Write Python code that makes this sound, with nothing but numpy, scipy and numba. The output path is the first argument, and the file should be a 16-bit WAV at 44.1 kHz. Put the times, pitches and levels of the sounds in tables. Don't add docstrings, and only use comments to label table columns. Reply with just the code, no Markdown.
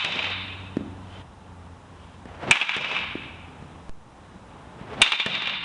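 import sys
import numpy as np
from scipy import signal
from scipy.fft import rfft, irfft
from scipy.io import wavfile
from scipy.ndimage import uniform_filter1d
from numba import njit

SR = 44100
rng = np.random.default_rng(int(sys.argv[2]) if len(sys.argv) > 2 else 0)


def master(y):
    cut = np.clip(np.atleast_2d(y).T, -1, 1)
    pcm = np.round(cut * 32767)
    wavfile.write(sys.argv[1], SR, pcm.astype(np.int16))


N = 248724
TIME = np.arange(N) / SR

# contact in seconds, then in dB the crack, its share thrown into the hall,
# the rush of the swing and the shaking of the net.
BAT_HITS = [(-0.2125, 13.5, -2.5, -26, -25), (2.5103, 15.5, -4, -20.5, -29), (5.0171, 15, 0, -24, -24.5)]


def crack(hit, contact_db=31.0, radiate_hz=280, size=12000):
    # a mode's pitch in Hz, t60 in seconds, dB in hits 1, 2 and 3 (set by the spot struck).
    bat_modes = [(1735, 0.019, -9, -4, -14), (2355, 0.075, -28, -12, -29), (2407, 0.069, -8.5, -2, -0.5),
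                 (2611, 0.053, 1, -1, -9.5), (2799, .075, -7, -16.5, 2.5), (2890, 0.1, -18, -10.5, -11),
                 (3070, 0.02, 3, -11, 4), (3540, 0.072, -1.5, -27, 1.5), (3316, 0.038, -11, -28, -1.5),
                 (3710, 0.069, -6, -33, -4.5), (3616, 0.2, -13, -38, -5.5), (3780, .07, -10, -32, -8),
                 (3876, 0.064, -11, -29.5, -9.5)]
    # frequency in Hz, level in dB.
    contact_colour = [(60, -17), (200, -1), (450, -18), (900, 3.5), (1600, -2.5), (2500, 7.5), (3800, 0.5),
                      (4150, -15), (6000, -13.5), (10000, -24.5)]
    t = TIME[:size]
    ring = sum(amp(db[hit]) * np.sin(2 * np.pi * hz * t) * fade(t60)[:size] for hz, t60, *db in bat_modes)
    add(ring, amp(contact_db) * pulse(contact_colour), 0)
    return signal.sosfilt(signal.butter(2, radiate_hz, "high", fs=SR, output="sos"), ring)


def bat_hits(tail_db=-44, lumps_db=3, mixing_s=0.67, near_db=-39, echo_t60=0.92, wall_hz=5000):
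    # delay in seconds, level in dB relative to the echoes' decay.
    wall_echoes = [(.0046, -9), (0.014, -16.5), (.0455, -13), (.059, -16), (0.1034, -9), (.116, -13.5),
                   (.182, -8.5), (.335, -11), (.404, -9), (.44, -12.5), (.4555, -8), (.479, -10)]
    out = np.zeros(N)
    wall = signal.butter(2, wall_hz, fs=SR, output="sos")
    smear = amp(-21) * fade(t60=0.044)[:4000]
    for hit, (start, db, hall_db, *_) in enumerate(BAT_HITS):
        lumps = lumps_db * walk(90) * np.exp(-TIME / mixing_s)
        paths = amp(tail_db + lumps) * hall_tail(build_s=0.091)
        paths += amp(near_db) * rng.standard_normal(N) * fade(t60=0.3)
        for delay, echo_db in wall_echoes:
            echo = smear * rng.standard_normal(len(smear))
            echo[0] += 0.56
            add(paths, signal.sosfilt(wall, echo) * amp(echo_db - 60 * delay / echo_t60), delay)
        paths *= amp(hall_db)
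        paths[0] += 1
        add(out, amp(db) * signal.fftconvolve(crack(hit), paths)[:N], start)
    return out


def thuds(body_t60=0.021, slap_t60=0.04, tail_db=-50, boom_db=-33, boom_hz=450, low_cut_hz=110):
    # start in seconds, level in dB, pitch in Hz, slap in dB relative to the blow.
    blows = [(0.0464, -13.5, 205, -2.5), (0.7694, -7, 278, -29), (0.808, -17.5, 229.7, -39),
             (2.256, -25.5, 237, -16), (2.766, -11.5, 205, 2.5), (3.154, -15, 310, -39),
             (3.625, -26, 232, -21), (4.358, -28, 170, -39), (4.812, -22.5, 176.6, -29),
             (5.2624, 1.5, 212, -1)]
    slap_colour = [(150, -12.5), (750, 7.5), (1300, 6), (2800, -9), (5000, -21.5), (10000, -32)]  # Hz, dB
    fabric = noise(slap_colour) * fade(slap_t60)
    out = np.zeros(N)
    for start, db, hz, slap_db in blows:
        body = np.sin(2 * np.pi * hz * TIME) * fade(body_t60)
        add(out, amp(db) * (body + amp(slap_db) * fabric), start)
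    out = signal.sosfilt(signal.butter(2, low_cut_hz, "high", fs=SR, output="sos"), out)
    boom = signal.sosfilt(signal.butter(2, boom_hz, fs=SR, output="sos"), rng.standard_normal(N))
    boom *= fade(t60=0.42) * (1 - fade(t60=0.3))
    room = amp(tail_db) * hall_tail(build_s=.03) + amp(boom_db) * boom
    return out + signal.fftconvolve(out, room)[:N]


def net_rustle(flight_s=.253, shake_s=0.282, settle_s=0.011, jerks_db=3.0):
    # frequency in Hz, level in dB.
    net_colour = [(60, -25), (160, 1.5), (300, -5.5), (650, 2), (1100, -6), (2200, -22), (5000, -16),
                  (10000, -39.5)]
    out = np.zeros(N)
    shaking = fade(t60=1.21) * (1 - np.tanh((TIME - shake_s) / settle_s)) / 2
    for contact, *_, net_db in BAT_HITS:
        rustle = noise(net_colour) * amp(net_db + jerks_db * walk(112.2))
        add(out, rustle * shaking, contact + flight_s)
    return out


def frame_clank(start_s=.0475, db=-3.5, t60=0.034):
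    # frequency in Hz, level in dB.
    pipe_colour = [(300, -20), (1200, -17), (1800, -2), (2600, 3), (3800, -1), (4500, -16), (10000, -36)]
    out = np.zeros(N)
    add(out, amp(db) * noise(pipe_colour) * fade(t60), start_s)
    return out


def swings(windup_s=0.256, windup_db=-48.5, swish_lead_s=0.07, swish_width_s=0.032, swish_db=-38,
           rise_db_per_s=286.5, fall_db_per_s=997, flutter_db=2.3):
    # frequency in Hz, level in dB.
    rush_colour = [(40, -17), (130, 10.5), (350, 1), (700, 1.5), (1300, -9), (3000, -14), (4500, -24.5),
                   (10000, -51)]
    swish_colour = [(100, -17), (400, 3.5), (850, 2), (1500, -3.5), (3000, -10), (4500, -22.5),
                    (10000, -41)]
    rush, swish = np.zeros(N), np.zeros(N)
    for contact, _, _, rush_db, _ in BAT_HITS:
        t = TIME - contact
        rush += amp(rush_db + np.minimum(rise_db_per_s * t, -fall_db_per_s * t))
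        swish += amp(windup_db) * swell(contact - windup_s, contact, attack_s=0.036, release_s=.02)
        swish += amp(swish_db) * np.exp(-((t + swish_lead_s) / swish_width_s) ** 2)
    return (noise(rush_colour) * rush + noise(swish_colour) * swish) * amp(flutter_db * walk(70))


def scuffs(attack_s=0.18, flutter_db=2):
    # start and end in seconds, level in dB, release in seconds.
    brushes = [(0.977, 1.217, -49.5, 0.013), (1.82, 2.1, -56.5, 0.18)]
    # frequency in Hz, level in dB.
    brush_colour = [(200, 0), (1200, -1), (2200, -4), (3200, 0.5), (4300, -13), (10000, -32)]
    level = sum(amp(db) * swell(start, end, attack_s, release) for start, end, db, release in brushes)
    return noise(brush_colour) * level * amp(flutter_db * walk(50.16))


def squeak_and_whirr(flutter_hz=170):
    # start and length in seconds, first and last pitch in Hz, level in dB, roughness 0 to 1.
    glides = [(1.067, .17, 2940, 3260, -49, 0.94), (4.9, .056, 453, 407, -30, 0.12)]
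    out = np.zeros(N)
    for start, length, from_hz, to_hz, db, rough in glides:
        hz = np.linspace(from_hz, to_hz, int(length * SR))
        tone = np.sin(2 * np.pi * np.cumsum(hz) / SR)
        flutter = 1 - rough + rough * walk(flutter_hz)[:len(hz)]
        add(out, amp(db) * flutter * np.hanning(len(hz)) * tone, start)
    return out


def pop(start_s=3.8945, db=-27, t60=0.33):
    out = np.zeros(N)
    add(out, amp(db) * fade(t60), start_s)
    return out


def motor(second_db=-9, third_db=-12, pitch_waver=0.0044, waver_db=-0.5):
    # start and end in seconds, pitch in Hz, rms level of the fundamental in dB.
    hum_spells = [(-.1, 1.195, 93.8, -43), (1.393, 1.735, 88.2, -46), (1.825, 2.45, 87.3, -51.5),
                  (3.18, 3.878, 86.35, -50.5)]
    out = np.zeros(N)
    for start, end, hz, db in hum_spells:
        phase = 2 * np.pi * np.cumsum(hz * (1 + pitch_waver * walk(7.4))) / SR
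        tone = np.sin(phase) + amp(second_db) * np.sin(2 * phase) + amp(third_db) * np.sin(3 * phase)
        out += np.sqrt(2) * amp(db) * tone * swell(start, end, attack_s=.12, release_s=.06)
    return out * amp(waver_db * walk(5.6))


def room_tone(air_db=-44.5, drift_db=.6, hiss_db=-63, hiss_dip_share=0.55):
    # frequency in Hz, level in dB.
    ventilation_colour = [(15, -35.5), (25, -15.5), (65, -1), (188, -6), (371, -13), (395, -12.5),
                          (555, -13), (631, -14), (867, -10.5), (1030, -13), (2300, -26.5), (2670, -26),
                          (4000, -31), (5200, -67), (8800, -120)]
    hiss_colour = [(100, -7), (2000, -11), (5000, 4.5), (10000, -0.5)]
    # start in seconds, dip in dB, recovery time constant in seconds.
    dips = [(1.224, -3.5, 1.1), (3.9, -10, 0.2)]
    dip_db = sum(db * (TIME >= start) * np.exp(-np.abs(TIME - start) / recovery)
                 for start, db, recovery in dips)
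    air = noise(ventilation_colour) * amp(air_db + dip_db + drift_db * walk(10))
    return air + noise(hiss_colour) * amp(hiss_db + hiss_dip_share * dip_db)


def hall_tail(build_s):
    # band centre in Hz, t60 in seconds.
    hall_decay = [(100, 2.1), (400, 0.59), (1200, 1.2), (2700, 1.17), (4000, 1.125), (6000, 0.77),
                  (10000, 0.57)]
    spectrum, hz = rfft(rng.standard_normal(N)), np.fft.rfftfreq(N, 1 / SR)
    centres, t60s = np.transpose(hall_decay)
    bands = (irfft(spectrum * on_log_axis(np.c_[centres, share], hz), N) for share in np.eye(len(t60s)))
    return sum(band * fade(t60) for band, t60 in zip(bands, t60s)) * (1 - np.exp(-TIME / build_s))


def amp(db):
    return 10 ** (np.asarray(db) / 20)


def on_log_axis(points, hz):
    f, value = np.transpose(points)
    return np.interp(np.log(np.maximum(hz, 1)), np.log(f), value)


def fade(t60):
    return np.exp(-np.log(1000) * TIME / t60)


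def swell(start, end, attack_s, release_s):
    return np.clip((TIME - start) / attack_s, 0, 1) * np.clip(1 - (TIME - end) / release_s, 0, 1)


def add(out, sound, start):
    i = int(round(start * SR))
    first, last = max(i, 0), min(i + len(sound), len(out))
    if last > first:
        out[first:last] += sound[first - i:last - i]


def noise(colour):
    gain = amp(on_log_axis(colour, np.fft.rfftfreq(N, 1 / SR)))
    x = irfft(rfft(rng.standard_normal(N)) * gain, N)
    return x / x.std()


def walk(rate_hz):
    step = int(SR / rate_hz)
    x = uniform_filter1d(np.repeat(rng.standard_normal(N // step + 1), step), step)[:N]
    return x / x.std()


def pulse(colour, size=1024):
    gain = amp(on_log_axis(colour, np.fft.rfftfreq(size, 1 / SR)))
    cepstrum = irfft(np.log(gain))
    cepstrum[1:size // 2] *= 2
    cepstrum[size // 2 + 1:] = 0
    return irfft(np.exp(rfft(cepstrum)))


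def scene():
    batting = bat_hits() + thuds() + net_rustle() + frame_clank() + swings() + scuffs()
    return (batting + squeak_and_whirr() + room_tone() + motor() + pop())[None]


def overload(x, limit_db=21.5, bias=.15):
    limit = amp(limit_db)
    oversampled = signal.resample_poly(x, 4, 1)
    bent = limit * (np.tanh(oversampled / limit + bias) - np.tanh(bias))
    return signal.resample_poly(bent, 1, 4)


@njit
def gain_control(x, threshold=0.34, attack_db_per_s=4300, release_db_per_s=42, start_db=-15.5):
    attack = 10 ** (-attack_db_per_s / SR / 20)
    release = 10 ** (release_db_per_s / SR / 20)
    gain = 10 ** (start_db / 20)
    out = np.empty(len(x))
    for i in range(len(x)):
        out[i] = x[i] * gain
        gain = gain * attack if abs(out[i]) > threshold else min(gain * release, 1.)
    return out


def record(dry, ceiling=.45, top_hz=10400):
    ducked = gain_control(overload(dry[0]))
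    oversampled = signal.resample_poly(ducked, 4, 1)
    clipped = signal.resample_poly(np.clip(oversampled, -ceiling, ceiling), 1, 4)
    low_pass = signal.firwin(161, top_hz, fs=SR, window=("kaiser", 7))
    return signal.fftconvolve(clipped, low_pass, "same")[None]


dry = scene()
out = record(dry)
master(out)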